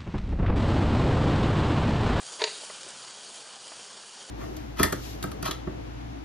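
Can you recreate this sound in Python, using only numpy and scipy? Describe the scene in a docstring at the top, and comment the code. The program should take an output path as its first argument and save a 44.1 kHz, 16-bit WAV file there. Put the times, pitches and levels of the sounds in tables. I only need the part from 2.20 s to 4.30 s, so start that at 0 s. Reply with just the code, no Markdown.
"""Molten metal pours from a crucible into a steel mould, outdoors: a steady noise hiss with fine sizzle,
small plops in the pool, sharp spark crackles and a few dull spatters of melt. Early on, the steel
pouring gear shifts and clanks twice, a bright chatter over ringing modes. The yard gives clanks,
spatters and crackles a short tail, and machinery hums far off. One microphone with a quick limiter."""
import sys
import numpy as np
from scipy import signal
from scipy.fft import rfft, irfft
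from scipy.io import wavfile
from scipy.ndimage import uniform_filter1d

SR = 44100
rng = np.random.default_rng(int(sys.argv[2]) if len(sys.argv) > 2 else 0)


def generate_wav(sig):
    """Save sig (samples, or channels by samples) to the path in sys.argv[1] as 16-bit PCM at SR."""
    pcm = np.round(np.clip(np.atleast_2d(sig).T, -1, 1) * 32767).astype(np.int16)
    wavfile.write(sys.argv[1], SR, pcm)


N = 92610

# Distant machinery. Each row: centre in Hz, width in Hz, level in dB.
HUM_BANDS = [(131.2, 5.1, -78), (206, 16, -74.5)]
# The yard's tail. Each row: frequency in Hz, t60 in seconds.
YARD_DECAY = [(400, 0.31), (1000, 0.3), (4000, 0.66), (9000, 0.36)]
# Blows of the pouring gear. Each row: start in seconds, chatter level in dB, low-pass in Hz,
# chatter attack and t60 in seconds, ring gain in dB, chatter tilt in dB per octave.
STEEL_BLOWS = [(.19, -34, 2600, 0.016, 0.13, -45, -1.5), (.2158, -18.5, 2500, 0.0042, 0.026, -25, .5),
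               (.2386, -15, 5500, .0022, 0.034, -30, 1.6), (.271, -35.5, 2800, 0.006, 0.073, -67, -0.5)]
# Tone of steel striking steel. Each row: frequency in Hz, relative level in dB.
CHATTER_EQ = [(40, -32), (250, -15.5), (400, -12.5), (620, 1.5), (780, -9), (960, 2.5), (1280, -10.5),
              (1830, -2), (2200, -2.5), (2900, -2.5), (3300, -4.5), (3900, 4), (4230, 2.5), (4400, -2),
              (4650, 10), (5000, -6), (6000, -8.5), (6900, -0.5), (7500, -19), (10000, -14)]
# Ringing modes of the gear. Each row: pitch in Hz, relative level in dB, t60 in seconds.
STEEL_MODES = [(400, -7, .1), (430, 0, .11), (435, -11.5, .42), (643, -17, .17), (931, -13, .2),
               (983, -15, .16), (1826, -12, .17), (1939, -15, .16), (2448, -14, .2), (3497, -14, .22),
               (3722, -14, .22), (3956, -13, .22), (4243, -12, .2), (4648, -12, .27), (4693, -11, .25)]
# Blobs of melt landing. 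Each row: start in seconds, level in dB, low-pass in Hz.
MELT_SPATTERS = [(.434, -42, 1400), (.4995, -35, 1600), (.551, -50, 1300), (.665, -43.5, 796),
                 (.681, -47, 1800), (1.262, -50, 1910), (1.367, -48, 1000), (1.518, -40, 2300),
                 (1.596, -45, 1900), (2.021, -52, 1600)]
# Bursting sparks. Each row: start in seconds, peak in dB, t60 in seconds, low cut in Hz.
SPARK_CRACKLES = [(.4385, -30, .002, 2500), (.4985, -26, .003, 1800), (.545, -31, .002, 2500),
                  (.6325, -25, .003, 1500), (.6868, -31, .018, 6000), (.6885, -33, .012, 5500),
                  (.7052, -27, .004, 1300), (.7065, -31, .004, 3500), (1.094, -34, .002, 2500),
                  (1.479, -37, .008, 4000), (1.951, -36, .004, 1500)]
# Tone of the hiss. Each row: frequency in Hz, relative level in dB.
HISS_EQ = [(20, -21), (70, -29.5), (110, -13.5), (140, -11.5), (175, -7), (210, -8.5), (280, -8.5),
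           (420, -3.5), (950, -2.5), (1150, -4), (1550, -3), (1850, -7.5), (2200, -9.5), (2400, -4.5),
           (2620, -7.5), (2900, -1), (3220, 0.5), (3450, -3), (3850, -4), (4150, -3), (4750, 1.5),
           (5050, -3.5), (5700, -1.5), (6200, -4), (6600, 0), (7250, -1.5), (7700, -5), (8200, -2),
           (8900, -5.5), (9700, -1), (10500, -13)]
# Fader ride of the hiss. Each row: time in seconds, level in dB, treble shelf in dB.
POUR_RIDE = [(0, -45, 1), (.2, -43, -0.5), (.42, -43, 0.5), (.56, -44.5, -1.5), (.75, -44, -3),
             (.98, -44.5, -3.5), (1.16, -45, 0), (1.33, -45.5, -4), (1.5, -45, -1), (1.75, -46, -3.5),
             (2.1, -45.5, -2.5)]

BANDWIDTH_HZ = 10120


def amp(db):
    """Decibels to gain."""
    return 10 ** (np.asarray(db) / 20)


def unit(x):
    """Scales to rms 1."""
    return x / np.sqrt(np.mean(x ** 2) + 1e-20)


def curve_at(points, hz):
    """Reads a curve on a log-frequency axis."""
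    point_hz, value = np.transpose(points)
    return np.interp(np.log(hz + 1), np.log(point_hz + 1), value)


def add(mix, start_s, sound):
    """Drops a sound into the mix."""
    part = mix[round(start_s * SR):][:len(sound)]
    part += sound[:len(part)]


def colour(x, gain):
    """EQs by a gain given as a function of frequency; rms 1."""
    hz = np.fft.rfftfreq(len(x), 1 / SR)
    return unit(irfft(rfft(x) * gain(hz), len(x)))


def lowpass(hz, top_hz, order=2):
    """Gain of a smooth treble roll-off."""
    return 1 / np.sqrt(1 + (hz / top_hz) ** (2 * order))


def strike(t, attack_s, t60):
    """Percussive envelope: linear attack, exponential decay."""
    return np.minimum(t / attack_s, 1) * np.exp(-np.log(1000) * np.maximum(t - attack_s, 0) / t60)


def clicks(per_s, spread_db):
    """Random clicks, most small, a few large."""
    size = amp(spread_db * np.minimum(rng.exponential(1, N), 4))
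    return size * rng.choice([-1, 1], N) * (rng.random(N) < per_s / SR)


def machinery_hum():
    """Distant machinery lays a faint bed: noise bands so narrow they sound like wavering tones."""
    return sum(amp(db) * colour(rng.standard_normal(N), lambda hz: lowpass(abs(hz - centre), width / 2))
               for centre, width, db in HUM_BANDS)


def yard_reverb(send, fade_in_s=0.0041):
    """The yard scatters echoes, each band dying at its own speed."""
    hz, t, spectrum = signal.stft(rng.standard_normal(SR // 2), SR, nperseg=256)
    decay = np.exp(-np.log(1000) * t / curve_at(YARD_DECAY, hz)[:, None])
    tail = signal.istft(spectrum * decay, SR)[1]
    tail *= np.minimum(np.arange(len(tail)) / SR / fade_in_s, 1) ** 2
    return signal.fftconvolve(send, tail / np.linalg.norm(tail))[:N]


def steel_clank(chatter_db, top_hz, attack_s, t60, ring_db, tilt_db, low_cut_hz=263, attack_cycles=2.5):
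    """Steel chatters on steel and rings briefly; the low modes bloom more slowly."""
    t = np.arange(SR // 2) / SR
    chatter = colour(rng.choice([-1., 1.], len(t)), lambda hz: (
        amp(curve_at(CHATTER_EQ, hz) + tilt_db * np.log2(hz + low_cut_hz)) * lowpass(hz, top_hz)))
    ring = np.zeros(len(t))
    for hz, db, mode_t60 in STEEL_MODES:
        envelope = strike(t, attack_cycles / hz, mode_t60)
        ring += amp(db) * lowpass(hz, top_hz) * envelope * np.sin(2 * np.pi * hz * t)
    clank = amp(chatter_db) * chatter * strike(t, attack_s, t60) + amp(ring_db) * ring
    return signal.sosfilt(signal.butter(2, low_cut_hz, "high", fs=SR, output="sos"), clank)


def melt_spatter(db, top_hz, low_cut_hz=240):
    """A blob of melt lands with a dull puff."""
    t = np.arange(SR // 10) / SR
    noise = rng.standard_normal(len(t))
    puff = colour(noise, lambda hz: lowpass(hz, top_hz, order=3) * (1 - lowpass(hz, low_cut_hz) ** 2))
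    return amp(db) * puff * strike(t, attack_s=0.001, t60=0.034)


def spark_crackle(peak_db, t60, low_cut_hz):
    """A spark bursts with a thin snap."""
    t = np.arange(SR // 20) / SR
    burst = rng.standard_normal(len(t)) * strike(t, 1 / SR, t60)
    band = signal.butter(2, [low_cut_hz, BANDWIDTH_HZ], "band", fs=SR, output="sos")
    snap = signal.sosfilt(band, burst)
    return amp(peak_db) * snap / abs(snap).max()


def pool_bubbles(level_db=-64, per_s=140, pitches=20, cycles=8.3):
    """Small, quickly damped plops where the stream meets the pool."""
    t = np.arange(SR // 20) / SR
    plops = np.zeros(N)
    for hz in np.geomspace(517, 1614, pitches):
        age = np.pi * hz * t / cycles
        plop = age * np.exp(-age) * np.sin(2 * np.pi * hz * t)
        plops += signal.oaconvolve(clicks(per_s / pitches, spread_db=3), plop)[:N]
    return amp(level_db) * unit(plops)


def pour_hiss(sizzle_db=-7.5, shelf_hz=5670, patch_db=1.5, flicker_db=0.8):
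    """The running melt hisses and sizzles: noise and fine clicks share one EQ and follow the pour."""
    source = rng.standard_normal(N) + amp(sizzle_db) * unit(clicks(per_s=1000, spread_db=4))
    frames = dict(nperseg=1024, noverlap=896)
    hz, t, spectrum = signal.stft(source, SR, **frames)
    # Patches swell and fade in narrow bands; flicker moves all bands together.
    patches = uniform_filter1d(rng.standard_normal(spectrum.shape), size=5, axis=0)
    patches = unit(uniform_filter1d(patches, size=18, axis=1))
    flicker = unit(uniform_filter1d(rng.standard_normal(len(t)), size=6))
    tone = unit(amp(curve_at(HISS_EQ, hz)) * (hz < BANDWIDTH_HZ))[:, None]
    shelf = 1 - lowpass(hz, shelf_hz, order=3)[:, None] ** 2
    times, level_db, treble_db = np.transpose(POUR_RIDE)
    ride_db = np.interp(t, times, level_db) + shelf * np.interp(t, times, treble_db)
    gain = amp(ride_db + patch_db * patches + flicker_db * flicker)
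    return signal.istft(spectrum * tone * gain, SR, **frames)[1][:N]


def scene():
    """One-shots with a reverb send sit on the dry pour and hum, the same in both channels."""
    hits = np.zeros(N)
    layers = (STEEL_BLOWS, steel_clank), (MELT_SPATTERS, melt_spatter), (SPARK_CRACKLES, spark_crackle)
    for cues, source in layers:
        for start_s, *settings in cues:
            add(hits, start_s, source(*settings))
    mono = hits + amp(-12.5) * yard_reverb(hits) + pour_hiss() + pool_bubbles() + machinery_hum()
    return np.array([mono, mono])


def record(dry):
    """A quick limiter ducks the whole mix on the clanks; a steep low-pass trims the top."""
    threshold_db, reduction_share, release_db_per_s = -26, 0.28, 350
    power_db = 10 * np.log10(abs(uniform_filter1d(dry[0] ** 2, size=130)) + 1e-12)
    release_db = np.arange(N) / SR * release_db_per_s
    held_db = np.maximum.accumulate(power_db + release_db) - release_db
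    over_db = np.maximum(held_db - threshold_db, 0)
    ducked = dry / amp(reduction_share * uniform_filter1d(over_db, size=100))
    high_cut = signal.firwin(701, BANDWIDTH_HZ, window=("kaiser", 9), fs=SR)
    return signal.oaconvolve(ducked, high_cut[None], "same")


dry = scene()
out = record(dry)
generate_wav(out)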